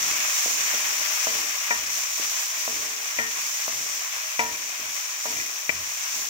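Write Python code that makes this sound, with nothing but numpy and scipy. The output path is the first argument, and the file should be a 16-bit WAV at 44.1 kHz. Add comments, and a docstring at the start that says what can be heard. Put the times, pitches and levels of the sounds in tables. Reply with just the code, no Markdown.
"""A small kitchen, a phone held close over a metal wok of frying meat, sausage and onion.
From the start, countless steam bubbles burst in the oil, and now and then a drop spits. From half a
second in, a wooden spatula knocks on the pan about twice a second and pushes the food along; the wok
rings briefly and rumbles on its burner. The frying dies down as the food is turned, and in the last
two seconds the spatula's edge rasps twice over bare metal. The house murmurs faintly throughout."""
import sys
import numpy as np
from scipy import signal
from scipy.fft import rfft, irfft, next_fast_len
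from scipy.io import wavfile
from scipy.ndimage import uniform_filter1d

SR = 44100
rng = np.random.default_rng(int(sys.argv[2]) if len(sys.argv) > 2 else 0)


def materialize(psi):
    """Save the field psi as 16-bit PCM at rate SR to the path in sys.argv[1].

    A 1-D psi becomes a single channel; in a 2-D psi each row is a channel.
    """
    bounded = np.clip(np.atleast_2d(psi).T, -1, 1)
    quanta = np.round(bounded * 32767).astype(np.int16)
    wavfile.write(sys.argv[1], SR, quanta)


N = 277389
TIME = np.arange(N) / SR

# Source levels are relative, ahead of the microphone. Balance is left minus right.
# The frying dying down. Each row: time in seconds, crackle level in dB, fizz balance in dB.
FRYING_LEVELS = [(0.0, -32.5, 0), (0.52, -32.5, -2), (1.23, -33, 3.5), (1.54, -36, 1.5),
                 (2.35, -37.5, -0.5), (3.24, -38, 0), (3.36, -37.5, -0.5), (4.87, -39.5, 1),
                 (4.99, -39, -1), (6.29, -39.5, 2.5)]
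# Fresh food meets hot metal and the fizz surges.
# Each row: start in seconds, length in seconds, boost in dB, shift to the left in dB.
FIZZ_SURGES = [(0.0, 0.055, 1, 0), (0.294, 0.22, 2, 0), (1.082, 0.3, 1, -1.5), (1.88, 0.12, 3, 0),
               (2.082, 0.38, 3, -0.5), (2.537, 0.23, 2.5, 0.5), (3.353, 0.63, 2, 0), (4.894, 0.11, 2, 2),
               (5.194, 0.22, 2.5, 1), (5.83, 0.22, 1.5, -2.5), (6.08, 0.15, 3.5, -2)]
# Large bubbles, then tiny ones. Each row: lower and upper band edge in Hz, bursts a second,
# spread of sizes in dB, direct sound against echo in dB, lag at the left port in ms.
LARGE_BUBBLES = [(20, 1950, 2200, 2, 1.5, 0.26), (1340, 3450, 3500, 1, -8.5, 0.32)]
TINY_BUBBLES = [(3470, 7100, 7000, 1.5, -6, 0.575), (6460, 9700, 7000, 2.6, -1.5, 0.552),
                (9250, 22600, 13000, 0.76, -5, 0.594)]
# The colour of bursting bubbles. Each row: frequency in Hz, level in dB.
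BUBBLE_SPECTRUM = [(60, -61), (200, -44), (310, -17.5), (480, -15.5), (620, -6), (820, -4.5), (1150, 0.5),
                   (1400, -2.5), (2300, 0), (3200, 0), (3900, -2.5), (7500, -2.5), (10300, -9.5),
                   (15500, -11)]
# The hollow of the bowl, heard in the frying. Each row: centre in Hz, width in Hz, boost in dB.
BOWL_RESONANCES = [(630, 17, 8), (1056, 170, 2.5), (1755, 16, 2), (2465, 170, 2)]
# The spatula's blows. Each row: start in seconds, clack level in dB, hardness in Hz, ring of the low,
# middle, high and top modes in dB, t60 of the food's damping in seconds, bounce delay in seconds,
# bounce against first blow in dB, balance in dB.
SPATULA_KNOCKS = [ (0.4603, -27, 655, -55, -55, -60, -60, .5, 0.019, -4.5, 1.6),
                  (0.739, -30, 800, -52, -54, -60, -60, 0.46, 0.0083, -3.5, 1.6),
                  (1.2703, -19, 1180, -41, -48, -58, -60, .4, 0.0063, -13, 2.8),
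                  (1.7070, -21.5, 2340, -37.5, -26.5, -25, -24, 0.26, 0.0051, -6, 4.2),
                  (2.1980, -33, 520, -49, -61, -60, -60, .5, .009, -8, 1),
                  (2.678, -22.5, 1100, -43, -46, -56, -60, 0.54, 0.0067, -19, 0.85),
                  (3.1875, -19, 2110, -40.5, -37, -29.5, -44, 1.4, .007, -9, 6.1),
                  (3.68, -23, 1180, -50, -62, -60, -60, .5, .007, -28, 1.4),
                  (4.393, -19.5, 2480, -35.5, -23.5, -35.5, -17.5, 2.1, .006, -6, 3.9),
                  (4.7960, -49.5, 338, -53, -49, -60, -60, 0.55, .02, 1, 1),
                  (5.256, -24, 1230, -42, -39, -58, -60, 1.3, .005, -5, 3.5),
                  (5.6935, -17.5, 3200, -50, -51, -58, -44, .3, .0065, -5.5, 5.5),
                  (6.1400, -51, 350, -60, -60, -58, -60, .5, .02, 3, 1)]
# Wood on metal, choked by the contact. Each row: frequency in Hz, level in dB, t60 in seconds.
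CLACK_MODES = [(245, -12.5, 0.21), (658, -3.5, 0.093), (780, -25, 0.034), (1044, -13, 0.034),
               (1470, -51, 0.024), (2000, 8, 0.016), (2150, 0, 0.018), (2360, 5.5, 0.051),
               (2480, -20, 0.018), (3470, -22, 0.011)]
# The wok, damped by the food. Each row: frequency in Hz, level in dB, t60 in seconds.
WOK_MODES = [(116.3, -17, 0.92), (231, -2, 0.46), (317, -11.5, 0.97), (448, 1, 0.66), (606, -6.5, 0.54),
             (644, -5, 0.31), (724, 0.5, 0.28), (885, -3, 0.35), (961, 3, 0.37), (1378, 0, 0.23),
             (1560, -11, 0.088), (1846, 6.5, 0.44), (2020, -19, .13), (2310, -9, 0.091), (2372, -5, 0.17)]
# Drops that spit. Each row: start in seconds, level in dB, t60 in seconds, balance in dB.
SPITTING_DROPS = [(0.114, -8.5, .002, 1), (0.3638, -18, 0.0022, -5), (0.513, -22, .002, 0),
                  (1.9043, -17, .002, -2), (2.814, -23, .002, 1), (4.393, -19.5, 0.2, 3),
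                  (4.854, -21, 0.0012, 2), (6.108, -26, .002, 0)]
# Pushing the food. Each row: start in seconds, length in seconds, rumble in dB, scrape in dB.
SPATULA_STROKES = [(-.05, 0.18, -57, -43.5), (.46, 0.15, -66, -46.5), (.74, 0.34, -77, -51.5),
                   (1.27, 0.095, -60, -42.5), (1.712, 0.17, -59, -48.5), (2.186, 0.064, -66, -52),
                   (2.505, .07, -73, -53), (2.677, 0.14, -62, -44), (3.145, 0.071, -57, -45),
                   (3.33, .12, -81, -56), (3.676, 0.19, -57.5, -49), (4.373, 0.16, -58.5, -47),
                   (4.79, 0.087, -60.5, -53), (5.263, 0.078, -56, -42.5), (5.685, 0.13, -53.5, -51),
                   (6.138, 0.079, -64, -49)]
# The colours of the scrape and of the wok on its burner. Each row: frequency in Hz, level in dB.
SCRAPE_SPECTRUM = [(60, -41), (170, -17.5), (290, 2.5), (450, -4), (900, 2), (2500, -24), (8000, -50)]
RUMBLE_SPECTRUM = [(20, -17), (50, -23), (68, -20), (81, 5.5), (97, -22), (114, -3), (150, -8.5),
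                   (400, -44), (2000, -80)]
# The spatula's edge on bare metal. Each row: start in seconds, length in seconds, level in dB.
EDGE_RASPS = [(4.51, 0.041, -39), (5.35, 0.067, -41)]
# The phone's microphone ports, left then right. Each row: centre in Hz, width in Hz, gain in dB.
MIC_PORTS = [
    [(2295, 970, 6.5), (4610, 390, 2), (5887, 1310, 13.5), (9800, 4200, -4), (13830, 3400, 8.5)],
    [(5400, 400, 1.5), (6710, 1750, 10), (15970, 4800, 9)],
]


def sizzle(fizz_base_db=-29, reference_db=-31, fizz_follows=0.92):
    """Right under the phone, tiny bubbles fizz in the oil and fewer, larger ones crackle in the juices."""
    crackle_db, balance_db = curves(FRYING_LEVELS)
    fizz_db = fizz_base_db + fizz_follows * (crackle_db - reference_db)
    for start, length, boost_db, shift_db in FIZZ_SURGES:
        surge = swell(start, length, attack_s=0.071, t60=0.43)
        fizz_db += boost_db * surge
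        balance_db += shift_db * surge
    flurry = wander(28.1) + wander(110)  # shared by bubbles of every size
    fizz = bubbles(TINY_BUBBLES, 0.2 * flurry, flicker_db=0.35, echo_t60=0.015)
    crackle = bubbles(LARGE_BUBBLES, 0.78 * flurry, flicker_db=0.56, echo_t60=0.052)
    # the longest waves of the crackle are the same at both ports
    crackle += shape(crackle[::-1] - crackle, lambda hz: 0.5 / (1 + (hz / 680) ** 4))
    return fizz * undb(fizz_db) * pan(balance_db + 0.48) + crackle * undb(crackle_db + 0.88)


def bubbles(bands, flurry_db, flicker_db, echo_t60):
    """Bursts all over the pan, each size in its own band; echoes off the bowl blur into a short hiss."""
    out = np.zeros((2, N))
    retained = fade(1 / SR, echo_t60) ** 2
    for low_hz, high_hz, rate, spread_db, direct_db, lag_ms in bands:
        bursts = clicks(rate, spread_db) * undb(flurry_db + flicker_db * wander(90))
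        echo_energy = signal.lfilter([1 - retained], [1, -retained], bursts ** 2)
        echoes = np.sqrt(echo_energy) * rng.standard_normal((2, N))
        heard = unit(undb(direct_db) * arrive(bursts, lag_ms) + echoes)
        out += shape(heard, lambda hz: ((1 + (low_hz / hz) ** 8) * (1 + (hz / high_hz) ** 8)) ** -0.5)
    return unit(resonate(colour(out, BUBBLE_SPECTRUM), BOWL_RESONANCES))


def knocks(jolt_db=4, bass_cut_hz=130):
    """The spatula lands and bounces once. Food cushions most blows; bare metal clacks and rings."""
    clacks, rings = np.zeros((2, N)), np.zeros((2, N))
    clack_hz, wok_hz = np.array(CLACK_MODES)[:, 0], np.array(WOK_MODES)[:, 0]
    polarity = (-1) ** np.arange(len(WOK_MODES))
    for start, db, hardness_hz, *ring_db, food_t60, bounce_s, bounce_db, balance_db in SPATULA_KNOCKS:
        # a short contact passes high modes and gives the low ones less push
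        ratio = clack_hz / hardness_hz
        clack = ring(CLACK_MODES, ratio / (1 + ratio ** 10))
        thud, lead_s = jolt(hardness_hz)
        for when, blow_db in ((start, db), (start + bounce_s, db + bounce_db)):
            add(clacks, when, undb(blow_db) * clack * pan(balance_db))
            add(clacks, when - lead_s, undb(blow_db + jolt_db) * thud * pan(balance_db))
        # the spot struck decides which of the wok's modes wake
        spot_db = np.interp(np.log(wok_hz), np.log([457, 960, 1850, 2420]), ring_db)
        ringing = ring(WOK_MODES, undb(spot_db) * polarity) * fade(TIME[:SR // 2], food_t60)
        add(rings, start, ringing * pan(balance_db - 3.5))
    clacks = shape(clacks, lambda hz: 1 / (1 + 1j * hz / 3800) ** 2)  # soften the treble
    heard = kitchen(clacks, lag_ms=0.25, room_db=-17) + kitchen(rings, lag_ms=0.25, room_db=-20)
    # air slips around the pan, so it radiates little bass
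    return signal.sosfilt(signal.butter(2, bass_cut_hz, "high", fs=SR, output="sos"), heard)


def jolt(hardness_hz, soft_below_hz=1200, width_cycles=0.56):
    """A soft push jolts the whole pan, sending out one short wave. Returns the wave and its period."""
    period = 1 / (0.86 * hardness_hz)
    cycles = TIME[:SR // 2] / period - 1.25
    softness = min(soft_below_hz / hardness_hz, 1) ** 4
    return softness * np.cos(2 * np.pi * cycles) * np.exp(-(cycles / width_cycles) ** 2), period


def spits(bright_hz=9000):
    """Juice hits the hot metal and flashes to steam: a snap for a drop, a short hiss for a splash."""
    out, t = np.zeros((2, N)), TIME[:SR // 5]
    for start, db, t60, balance_db in SPITTING_DROPS:
        snap = rng.standard_normal(len(t)) * fade(t, t60)
        snap /= np.abs(snap).max()
        add(out, start, snap * undb(db + 5.5) * pan(balance_db))
    return shape(colour(out, BUBBLE_SPECTRUM), lambda hz: 1 / np.hypot(1, hz / bright_hz))


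def stirring():
    """Wood sticks and slips over the pan, waking its modes, while the wok shudders on the burner."""
    shudder, push = np.zeros(N), np.zeros(N)
    for start, length, rumble_db, scrape_db in SPATULA_STROKES:
        shudder += undb(rumble_db) * swell(start, length, attack_s=0.064, t60=0.41)
        # the food slides on after the pan has settled
        push += undb(scrape_db) * swell(start, length, attack_s=0.05, t60=0.81)
    slips = clicks(rate=600, spread_db=0) * push
    body = signal.fftconvolve(slips, ring(WOK_MODES, np.ones(len(WOK_MODES))))[:N]
    scrape = undb(10.5) * colour(slips, SCRAPE_SPECTRUM) + undb(-46) * body
    rumble = unit(colour(rng.standard_normal(N), RUMBLE_SPECTRUM)) * shudder
    return kitchen(scrape + rumble, lag_ms=0.38, room_db=-15)


def rasps(thin_below_hz=1900):
    """The spatula's edge chatters on bare metal: a run of tiny clacks without body."""
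    contact = sum(undb(db) * swell(start, length, attack_s=0.012, t60=0.1)
                  for start, length, db in EDGE_RASPS)
    clack_hz = np.array(CLACK_MODES)[:, 0]
    thin_clack = ring(CLACK_MODES, np.minimum(clack_hz / thin_below_hz, 1) ** 2)
    chatter = signal.fftconvolve(clicks(rate=600, spread_db=3.5), thin_clack)[:N]
    return kitchen(unit(chatter) * contact, lag_ms=0.31, room_db=-12)


def kitchen(x, lag_ms, room_db, t60=0.46, build_s=0.016, apart_hz=700):
    """Close, direct sound and the small room's short tail, whose long waves reach both ports alike."""
    t = TIME[:SR // 2]
    tails = rng.standard_normal((2, len(t))) * (1 - np.exp(-t / build_s)) * fade(t, t60)
    mid, side = undb(room_db) * unit(tails) / np.sqrt(len(t))
    side = shape(side, lambda hz: hz / np.hypot(hz, apart_hz))
    direct = arrive(x, lag_ms)
    return direct + signal.fftconvolve(direct, np.array([mid + side, mid - side]), axes=1)[:, :N]


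def room_tone(db=-84):
    """Far behind the pan, the faint low murmur of the house."""
    return undb(db) * unit(colour(rng.standard_normal(N), [(20, 3), (120, 2), (1000, -30)]))


def arrive(x, lag_ms):
    """Direct sound reaches the right microphone port first."""
    left, right = np.broadcast_to(x, (2, N))
    return np.array([shape(left, lambda hz: np.exp(-2j * np.pi * hz * lag_ms / 1000)), right])


def ring(modes, gains):
    """Decaying modes after one blow, each with its own extra gain."""
    t = TIME[:SR // 2]
    return sum(gain * undb(db) * fade(t, t60) * np.sin(2 * np.pi * hz * t)
               for (hz, db, t60), gain in zip(modes, gains))


def clicks(rate, spread_db):
    """Random impulses, about rate a second; spread_db makes a few stand out."""
    fires = rng.random(N) < rate / SR
    size = np.minimum(rng.exponential(size=N), 6)
    return unit(fires * undb(spread_db * size) * rng.choice([-1, 1], N))


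def wander(rate):
    """Random levels, each held 1 / rate seconds, smoothed twice."""
    hold = int(SR / rate)
    steps = np.repeat(rng.standard_normal(N // hold + 1), hold)
    return unit(uniform_filter1d(uniform_filter1d(steps, hold), hold)[:N])


def swell(start, length, attack_s, t60):
    """An envelope that rises, holds until its length is over and dies away."""
    rise = np.clip((TIME - start) / attack_s, 0, 1)
    return rise * fade(np.maximum(TIME - start - length, 0), t60)


def fade(t, t60):
    """Exponential decay by 60 dB in t60 seconds."""
    return np.exp(-np.log(1000) * t / t60)


def curves(table):
    """A timed table's columns, one value a sample."""
    times, *columns = np.transpose(table)
    return [np.interp(TIME, times, column) for column in columns]


def shape(x, response):
    """Filter by a function of frequency."""
    size = next_fast_len(x.shape[-1] + 4096)
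    hz = np.maximum(np.fft.rfftfreq(size, 1 / SR), 1)
    return irfft(rfft(x, size) * response(hz), size)[..., :x.shape[-1]]


def colour(x, points):
    """Filter by a curve through (Hz, dB) points."""
    point_hz, db = np.transpose(points)
    return shape(x, lambda hz: undb(np.interp(np.log(hz), np.log(point_hz), db)))


def resonate(x, bumps):
    """Bell-shaped boosts and dips."""
    return shape(x, lambda hz: undb(sum(db / 2 ** ((2 * (hz - centre) / width) ** 2)
                                        for centre, width, db in bumps)))


def add(track, start, sound):
    """Mix a sound into a track at start seconds."""
    i = int(start * SR)
    track[..., i:i + sound.shape[-1]] += sound[..., :N - i]


def pan(balance_db):
    """Left and right gains for a level difference."""
    return undb(np.array([[0.5], [-0.5]]) * balance_db)


def undb(db):
    """Decibels to gain."""
    return 10 ** (np.asarray(db) / 20)


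def unit(x):
    """Scale to rms 1."""
    return x / np.sqrt(np.mean(x ** 2))


def scene():
    """Everything that reaches the phone above the wok."""
    return sizzle() + spits() + knocks() + stirring() + rasps() + room_tone()


def record(dry, top_hz=15750):
    """Each microphone port adds its own resonances; the phone cuts the top."""
    ports = np.array([resonate(channel, bumps) for channel, bumps in zip(dry, MIC_PORTS)])
    return shape(ports, lambda hz: np.clip((top_hz - hz) / 100 + 1, 0, 1))


dry = scene()
out = record(dry)
materialize(out)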